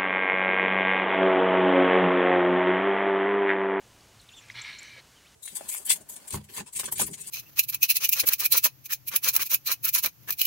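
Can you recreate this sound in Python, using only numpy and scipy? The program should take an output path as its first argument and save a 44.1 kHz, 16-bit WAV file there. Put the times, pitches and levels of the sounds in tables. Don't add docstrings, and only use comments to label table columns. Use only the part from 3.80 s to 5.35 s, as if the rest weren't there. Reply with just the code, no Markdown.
import sys
import numpy as np
from scipy import signal
from scipy.fft import rfft, irfft
from scipy.io import wavfile

SR = 44100
rng = np.random.default_rng(int(sys.argv[2]) if len(sys.argv) > 2 else 0)


def store_wav(level_fs):
    pcm = np.round(np.clip(np.atleast_2d(level_fs), -1, 1) * 32767)
    wavfile.write(sys.argv[1], SR, pcm.T.astype(np.int16))


N = 68355
T = np.arange(N) / SR


def amp(db):
    return 10 ** (np.asarray(db) / 20)


def unit(x):
    return x / np.sqrt(np.mean(x ** 2) + 1e-20)


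def curve(points):
    return np.interp(T, *np.transpose(points))


def swell(points):
    return amp(curve(points)) * (T >= points[0][0]) * (T <= points[-1][0])


def coloured(gain):
    spectrum = rfft(rng.standard_normal(N))
    return unit(irfft(spectrum * gain(np.fft.rfftfreq(N, 1 / SR)), N))


def shaped(points):
    hz, db = np.transpose(points)
    return coloured(lambda f: amp(np.interp(np.log(f + 1), np.log(hz + 1), db)))


def band(hz, width_hz):
    return coloured(lambda f: 1 / np.sqrt(1 + (2 * (f - hz) / width_hz) ** 4))


def wander(rate_hz):
    return coloured(lambda f: np.exp(-(f / rate_hz) ** 2))


def shifted(x, hz):
    return (signal.hilbert(x) * np.exp(2j * np.pi * np.cumsum(hz) / SR)).real


def background():
    # frequency in Hz, relative density in dB.
    hiss_spectrum = [(15, -37), (25, -15), (42, 4), (70, 3.5), (120, 0), (200, -0.5), (320, -5), (700, -7),
                     (1200, -6.5), (2500, -7.5), (4200, -9), (6800, -9.5), (9000, -13.5), (12500, -18.5),
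                     (15700, -20)]
    # time in seconds, level in dB.
    wash_levels = [(0, -65), (0.25, -63.5), (0.45, -71), (1.2, -67.5), (1.55, -90)]
    rumble_levels = [(0, -75), (0.13, -64.5), (0.3, -65.5), (0.43, -53), (0.49, -71), (0.72, -61),
                     (0.95, -68.5), (1.2, -63.5), (1.5, -75)]
    # frequency in Hz, level in dB.
    whine_tones = [(2929, -74.5), (6837, -85), (8791, -87), (11719, -84)]
    hiss = amp(-58) * shaped(hiss_spectrum)
    wash = amp(curve(wash_levels)) * band(hz=432, width_hz=1220)
    rumble = amp(curve(rumble_levels)) * band(hz=117, width_hz=21.3)
    whines = sum(np.sqrt(2) * amp(db) * np.sin(2 * np.pi * (hz * T + rng.random()))
                 for hz, db in whine_tones)
    return hiss + wash + rumble + whines


def woods(x, level_db=-12.5, t60_s=0.12):
    tail = rng.standard_normal(N) * np.exp(-np.log(1000) * T / t60_s)
    return amp(level_db) * signal.fftconvolve(x, tail / np.linalg.norm(tail))[:N]


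def ticks():
    # peak time in seconds, length in seconds, centre in Hz, width in Hz, level in dB.
    bursts = [(0.210, 0.0057, 4660, 900, -57), (0.417, 0.0075, 8900, 2200, -56.5),
              (0.6635, 0.004, 7560, 1400, -54), (0.6865, 0.0028, 7800, 2500, -54.5),
              (0.7005, 0.0034, 3500, 700, -46.5), (1.165, 0.0033, 736, 796, -51.5),
              (1.181, 0.014, 566, 200, -58), (1.325, 0.0056, 1650, 800, -56)]
    return sum(amp(db) * np.exp(-(2 * (T - peak_s) / length_s) ** 2) * band(hz, width_hz)
               for peak_s, length_s, hz, width_hz, db in bursts)


def snap(start_s=1.0314, hz=7950, decay_s=0.00014, level_db=-27):
    t = np.maximum(T - start_s, 0)
    return amp(level_db) * np.exp(-t / decay_s) * np.sin(2 * np.pi * hz * t)


def bird_note(start_s, length_s, hz, level_db, roughness, flutter_hz=500):
    progress = np.clip((T - start_s) / length_s, 0, 1)
    pitch_hz = hz * (1 + 0.09 * roughness * wander(flutter_hz))
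    envelope = amp(level_db) * abs(np.sin(np.pi * progress)) ** 0.54
    flutter = 1 + 0.5 * roughness * wander(flutter_hz)
    return np.sqrt(2) * envelope * flutter * np.sin(2 * np.pi * np.cumsum(pitch_hz) / SR)


def twitter(start_s=0.559, length_s=0.053):
    centre_hz, sag_hz_per_s, warble_hz, depth_hz = 7580, 8000, 55, 260
    t = np.clip(T - start_s, 0, length_s)
    hz = centre_hz - sag_hz_per_s * t + depth_hz * np.cos(2 * np.pi * warble_hz * t)
    return bird_note(start_s, length_s, hz, level_db=-56.5, roughness=0.23)


def chirps():
    # start and length in seconds, first, middle and last pitch in Hz,
    # level in dB, roughness from 0 to 1.
    notes = [(0.395, 0.015, 4360, 4180, 3680, -55, 0.37), (0.41, 0.026, 3150, 3700, 4160, -62, 0.26),
             (0.488, 0.0083, 4200, 3500, 2240, -48.5, 0.07), (0.497, .016, 3750, 2570, 3100, -56.5, 0.14),
             (0.509, 0.036, 1995, 2810, 3150, -58, 0.38), (0.528, 0.0368, 3150, 3680, 3467, -53.5, 0.14),
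             (0.56, 0.043, 3620, 3440, 3380, -52.5, 0.3), (0.568, 0.034, 3090, 3110, 2500, -56.5, 0.68),
             (0.515, 0.022, 6840, 7000, 7360, -59, .15), (0.568, 0.027, 6200, 6150, 6200, -61, 0.8),
             (0.611, .024, 6300, 5900, 5360, -62, 0.5), (0.703, 0.028, 6700, 5140, 5050, -56, 0.28),
             (0.8143, 0.0097, 5050, 7210, 7200, -41, 0.37), (0.984, 0.015, 4920, 7200, 7400, -44, 0.33),
             (1.352, 0.045, 3150, 3180, 2750, -63, 0.14), (1.443, 0.042, 1930, 2670, 4430, -60.5, 0.21)]
    sound = np.zeros(N)
    for start_s, length_s, *pitches_hz, level_db, roughness in notes:
        hz = np.interp((T - start_s) / length_s, [0, 0.5, 1], pitches_hz)
        sound += bird_note(start_s, length_s, hz, level_db, roughness)
    return sound


def rasp(depth_db=1.0, rate_hz=350):
    return unit(amp(depth_db * wander(rate_hz)))


def lead_in():
    # time in seconds, level in dB.
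    flow = [(0.608, -61), (0.622, -58.5), (0.645, -57.5), (0.665, -63.5), (0.70, -52.5), (0.718, -52.5),
            (0.735, -60), (0.752, -70)]
    # frequency in Hz, relative density in dB.
    spectrum = [(700, -15), (1400, -9.5), (2400, 2), (3000, -7.5), (4500, -11), (6200, -13.5), (10000, -33)]
    return swell(flow) * shaped(spectrum) * rasp()


def smack(peak_s=0.7023, level_db=-29.5):
    low_hz, sweep_hz_per_s, rise_s, decay_s = 1920, 190000, 0.0014, 0.001
    t = T - peak_s
    hz = low_hz + np.minimum(sweep_hz_per_s * abs(t), low_hz)
    envelope = np.exp(-abs(t) / np.where(t < 0, rise_s, decay_s))
    return amp(level_db) * envelope * np.sin(2 * np.pi * np.cumsum(hz) / SR)


def air_whistle(start_s=1.022, length_s=0.12, level_db=-58.5):
    progress = np.clip((T - start_s) / length_s, 0, 1)
    return amp(level_db) * np.sin(np.pi * np.sqrt(progress)) * band(hz=6000, width_hz=760)


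def bark():
    # time in seconds, level in dB.
    effort = [(0.740, -56), (0.753, -46.5), (0.772, -42.5), (0.795, -39), (0.812, -44.5), (0.835, -46),
              (0.857, -40.5), (0.897, -40), (0.915, -43.5), (0.95, -47.5), (0.975, -49), (1.07, -48),
              (1.12, -50.5), (1.16, -51.5), (1.182, -47.5), (1.204, -48), (1.211, -72)]
    # time in seconds, opening from 0 (narrow) to 1 (wide).
    mouth = [(0.75, 1), (0.80, 1.0), (0.90, 0.71), (0.95, 0.75), (0.985, .2), (1.10, 0.041), (1.18, 0.24)]
    # centre and width in Hz, relative dB when wide and when narrow.
    resonances = [(970, 240, -14.5, -27), (1380, 240, -12.5, -18.5), (1674, 76, -9, -10.5),
                  (1940, 240, -9.5, -8), (2130, 110, -4, -8.5), (2290, 173, -3.5, -1), (2970, 280, -10, -9),
                  (3400, 270, -7.5, -41), (3800, 270, -7.5, -12), (4217, 280, -7, -7),
                  (5720, 420, -14.5, -17)]
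    # time in seconds, gain in dB.
    treble = [(0.75, 0.5), (0.775, 2), (0.80, -0.5), (0.83, 2.5), (0.895, -2.5), (0.95, 5.5), (0.98, 1.5),
              (1.2, -0.5)]
    # frequency in Hz, relative density in dB.
    rush_spectrum = [(300, -48), (800, -17.5), (1600, -0.5), (2700, 2.5), (4300, -3), (4700, 0.5),
                     (6500, -13.5), (9000, -12), (15000, -48)]
    split_hz, narrow_rise_hz, waver_depth_hz = 2600, 70.17, 11.7
    opening = np.clip(curve(mouth), 0, 1)
    rings = [(hz, amp(narrow_db + (wide_db - narrow_db) * opening) * band(hz, width_hz))
             for hz, width_hz, wide_db, narrow_db in resonances]
    lower = sum(ring for hz, ring in rings if hz <= split_hz)
    upper = sum(ring for hz, ring in rings if hz > split_hz)
    upper = amp(curve(treble)) * shifted(upper, narrow_rise_hz * (0.5 - opening))
    throat = shifted(lower + upper, waver_depth_hz * wander(rate_hz=29))
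    rush = amp(-6) * shaped(rush_spectrum)
    return unit(throat + rush) * rasp() * swell(effort)


def scene():
    birds = twitter() + chirps()
    deer = lead_in() + bark() + air_whistle() + smack()
    calls = deer + birds + snap() + ticks()
    mono = calls + woods(calls) + background()
    return np.array([mono, mono])


def record(dry):
    cutoff_hz = 15800
    taps = signal.firwin(511, cutoff_hz, window=("kaiser", 9), fs=SR)
    return signal.oaconvolve(dry, taps[None], "same")


dry = scene()
out = record(dry)
store_wav(out)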